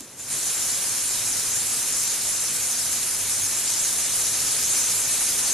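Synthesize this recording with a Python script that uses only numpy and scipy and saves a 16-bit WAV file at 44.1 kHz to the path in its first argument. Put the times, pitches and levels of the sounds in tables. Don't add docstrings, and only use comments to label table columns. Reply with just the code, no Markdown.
import sys
import numpy as np
from scipy import signal
from scipy.fft import rfft, irfft
from scipy.io import wavfile
from scipy.ndimage import uniform_filter1d

SR = 44100
rng = np.random.default_rng(int(sys.argv[2]) if len(sys.argv) > 2 else 0)


def materialize(psi):
    bounded = np.clip(np.atleast_2d(psi).T, -1, 1)
    quanta = np.round(bounded * 32767).astype(np.int16)
    wavfile.write(sys.argv[1], SR, quanta)


N = 244124
TIME_S, BIN_HZ = np.arange(N) / SR, np.fft.rfftfreq(N, 1 / SR)

# frequency in Hz, relative density in dB per Hz.
FLAME_SPECTRUM = [(20, -15), (60, -22), (105, -4), (200, -4), (270, -1), (380, -3), (520, -2.5),
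                  (800, -8.5), (1300, -9), (4000, -13.5), (13000, -51.5)]
# frequency in Hz, half-width in Hz, level in dB at rms flow.
ROOM_BOOMS = [(127, 13.5, -58), (190, 4.5, -66), (249.1, 7.4, -60.5), (270, 6.2, -62)]
# centre in seconds, length in seconds, peak level in dB.
HUM_SWELLS = [(1.33, 0.234, -50.5), (1.58, 0.34, -49), (2.3, 0.22, -53), (2.63, 0.205, -53.5),
              (2.92, 0.15, -53), (3.33, 0.43, -51.5), (4.42, 0.53, -52.5), (5.0, 0.38, -55)]
# frequency in Hz, half-width in Hz, relative level in dB.
REFLECTION_PEAKS = [(1540, 23, -2), (2423, 31.2, 2), (2680, 14, -6.5), (3054, 19, -8), (3741, 55, 2),
                    (3978, 53, 3.5), (4135, 81, -0.5), (6200, 27, -10), (6840, 13, -7), (7450, 25, 6),
                    (8670, 25, 4)]
# centre in seconds, pitch in Hz, length in seconds, level in dB before a common trim.
WHISTLE_CATCHES = [(0.03, 7300, 0.039, -43), (.21, 7150, 0.068, -36.5), (.323, 9140, 0.077, -29.5),
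                   (0.572, 7400, .09, -27.5), (0.628, 6800, .098, -32.5), (1.053, 8950, .06, -29.5),
                   (1.26, 6650, .089, -30), (1.59, 7280, 0.106, -26), (1.756, 8130, .07, -29),
                   (2.067, 7430, 0.114, -29.5), (2.704, 6300, 0.066, -31), (3.443, 6500, 0.099, -28),
                   (3.68, 7300, .067, -27.5), (3.8, 7410, .06, -28.5), (3.85, 6450, .07, -26.5),
                   (4.358, 6400, 0.075, -25), (4.676, 6460, .12, -29.5), (4.843, 6200, 0.13, -29),
                   (5.247, 9200, .07, -27), (5.515, 6450, .05, -28)]
# frequency in Hz, half-width in Hz, relative level in dB.
VALVE_MODES = [(5280, 130, -15), (6210, 80, -6), (6470, 55, -4.5), (6760, 140, -5), (7360, 100, -3.5),
               (8920, 110, -6.5), (11100, 150, -10)]
# frequency in Hz, relative density in dB per Hz.
JET_SPECTRUM = [(20, -10.5), (300, -12.5), (900, -11.5), (2000, -9.5), (3400, -9), (4100, -6.5),
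                (4800, -5.5), (6200, 0.77), (7400, 1.5), (8000, -1), (9300, 1.76), (11000, -1.55),
                (12000, -7.5), (13000, -12.5)]
# centre in seconds, rise time in seconds, flow gain in dB.
WEIGHT_LIFTS = [(.183, .036, 10.1), (.29, .048, 7.9), (.47, .15, 1.8), (3.6, .2, .85)]
# frequency in Hz, left-right correlation (1 = identical).
STEREO_LIKENESS = [(4300, 0.74), (5600, 0.35), (6350, 0.36), (8000, 0.24), (10000, 0.27), (12500, 0.51)]

HUM_REST_DB = -62.5
LEAK_DB, AFTER_SPIT_DB, AFTER_SPIT_S = -45.3, 6.5, .028
PUSH_FROM_S, PUSH_DB_PER_S = 3.65, 0.8
WHISTLE_DB, WHISTLE_DB_PER_S = -11, 0.3
MONO_BELOW_HZ, CUT_HZ = 4200, 13100


def amp(db):
    return 10 ** (np.asarray(db) / 20)


def unit(x):
    return x / np.sqrt(np.mean(x ** 2) + 1e-20)


def across(points, hz):
    point_hz, value = np.transpose(points)
    return np.interp(np.log(hz + 1), np.log(point_hz), value)


def wander(rate_hz):
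    noise = rfft(rng.standard_normal(N))
    return unit(irfft(noise * np.exp(-(BIN_HZ / rate_hz) ** 2), N))


def gusts(per_s, decay_s):
    kicks = (rng.random(N) < per_s / SR) * rng.exponential(1, N)
    surge = signal.lfilter([1], [1, -np.exp(-1 / (decay_s * SR))], kicks)
    return unit(surge - surge.mean())


def ringing(hz, half_width_hz):
    noise = rfft(rng.standard_normal((2, N)))
    return unit(irfft(noise / (1 + ((BIN_HZ - hz) / half_width_hz) ** 2), N))


def band_sum(bands):
    return sum(amp(db) * ringing(hz, half_width_hz) for hz, half_width_hz, db in bands)


def steam_flow():
    lifted_db = sum(db * np.clip((TIME_S - s) / rise_s + .5, 0, 1) for s, rise_s, db in WEIGHT_LIFTS)
    push_db = PUSH_DB_PER_S * np.maximum(TIME_S - PUSH_FROM_S, 0)
    after_spit_db = AFTER_SPIT_DB * np.exp(-TIME_S / AFTER_SPIT_S)
    return amp(LEAK_DB + after_spit_db + lifted_db + push_db)


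def hum_level():
    arches = 0
    for s, length_s, db in HUM_SWELLS:
        phase = np.clip((TIME_S - s) / length_s, -.5, .5)
        arches = arches + amp(db) * np.cos(np.pi * phase)
    return amp(HUM_REST_DB) + arches


def burner(flow, flame_db=-50, hum_hz=102, drift_hz=4, waver_db=3.0):
    noise = rfft(rng.standard_normal((2, N)))
    flame = unit(irfft(noise * amp(across(FLAME_SPECTRUM, BIN_HZ)), N))
    booms = band_sum(ROOM_BOOMS)
    waver = amp(waver_db * wander(12))
    cycles = np.cumsum(hum_hz + drift_hz * wander(11.8)) / SR
    hum = unit(waver * np.sin(2 * np.pi * cycles))
    return amp(flame_db) * flame + np.sqrt(unit(flow)) * booms + hum_level() * hum


def reflection_peaks(flow, level_db=-19):
    return amp(level_db) * flow * unit(band_sum(REFLECTION_PEAKS))


def spit(start_s=0.0061, puff_db=-24, puff_hz=8500, puff_half_width_hz=2400, puff_decay_s=.0022,
         thud_db=-43, thud_hz=270, thud_half_width_hz=60, thud_decay_s=0.0413):
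    age_s = np.maximum(TIME_S - start_s, 0)
    puff = amp(puff_db) * np.exp(-age_s / puff_decay_s) * ringing(puff_hz, puff_half_width_hz)
    thud = amp(thud_db) * np.exp(-age_s / thud_decay_s) * ringing(thud_hz, thud_half_width_hz)
    return (age_s > 0) * (puff + thud)


def spray(flow, per_s=420, level_db=-10, decay_s=0.00078):
    size_db = 3.3 * np.minimum(rng.exponential(1, N), 3.3)
    drops = (rng.random(N) < per_s / SR) * amp(size_db)
    bursts = signal.lfilter([1], [1, -np.exp(-1 / (decay_s * SR))], drops)
    fizz = rfft(bursts * rng.standard_normal((2, N)))
    colour = amp(across(JET_SPECTRUM, BIN_HZ)) * BIN_HZ / (BIN_HZ + 2500)
    return amp(level_db) * flow * unit(irfft(fizz * colour, N))


def catches(blur_hz=130, trim_db=-1):
    out = np.zeros((2, N))
    blur = np.array([wander(blur_hz) + 1j * wander(blur_hz) for channel in out])
    for s, hz, length_s, db in WHISTLE_CATCHES:
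        now = abs(TIME_S - s) < length_s / 2
        swell = np.cos(np.pi * (TIME_S[now] - s) / length_s)
        carrier = np.exp(2j * np.pi * hz * TIME_S[now])
        out[:, now] += amp(db + trim_db) * swell * (blur[:, now] * carrier).real
    return out


def flares(per_s=6, length_s=.065, steady=.3):
    kicks = (rng.random(N) < per_s / SR) * rng.uniform(0.49, 1, N)
    swells = signal.oaconvolve(kicks, signal.windows.hann(round(length_s * SR)), "same")
    return steady + np.tanh(swells)


def whistle(flow):
    tones = 0
    for hz, half_width_hz, db in VALVE_MODES:
        tones = tones + amp(db) * flares() * ringing(hz, half_width_hz)
    return flow * amp(WHISTLE_DB + WHISTLE_DB_PER_S * TIME_S) * unit(tones)


def jet(flow, level_db=0.98, eddy_db=2.0, flutter_db=0.4, surge_db=0.24, size=512):
    hz, frames = np.fft.rfftfreq(size, 1 / SR), 4 * N // size + 5
    real, imaginary = rng.standard_normal((2, 2, frames, len(hz)))
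    eddies = rng.standard_normal((frames, len(hz)))
    eddies = uniform_filter1d(eddies, size=11, axis=0)
    eddies = unit(uniform_filter1d(eddies, size=11, axis=1))
    patch_db = eddy_db * eddies * np.clip(hz / 5000, 0, 1)
    spectra = (real + 1j * imaginary) * amp(across(JET_SPECTRUM, hz) + patch_db)
    hiss = signal.istft(spectra.swapaxes(1, 2), nperseg=size, noverlap=size - size // 4)[1][:, :N]
    unsteady_db = flutter_db * wander(37) + surge_db * gusts(45, 0.005)
    return amp(level_db + unsteady_db) * flow * unit(hiss)


def tiles(x, count=30, echo_db=-13, span_s=.028):
    delay_s = rng.uniform(.002, span_s, count)
    sign = rng.choice([-1., 1.], count)
    taps = np.zeros(round(span_s * SR) + 1)
    taps[(delay_s * SR).astype(int)] = amp(echo_db) * sign / np.sqrt(count)
    taps[0] = 1
    return signal.oaconvolve(x, taps[None] / np.linalg.norm(taps), axes=1)[:, :N]


def pair(mid_side):
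    likeness = np.clip(across(STEREO_LIKENESS, BIN_HZ), -1, 1)
    likeness = np.where(BIN_HZ < MONO_BELOW_HZ, 1, likeness)
    gains = np.sqrt([(1 + likeness) / 2, (1 - likeness) / 2])
    mid, side = irfft(rfft(mid_side) * gains, N)
    return np.array([mid + side, mid - side])


def scene(centred_side_db=-10.0):
    flow = steam_flow()
    hiss = tiles(jet(flow) + spray(flow))
    centred = whistle(flow) + catches() + reflection_peaks(flow) + spit()
    centred = centred * amp([[0], [centred_side_db]])
    return pair(hiss + centred + burner(flow))


def record(dry):
    lowpass = signal.firwin(1023, CUT_HZ, window=("kaiser", 9), fs=SR)
    return signal.oaconvolve(dry, lowpass[None], "same")


dry = scene()
out = record(dry)
materialize(out)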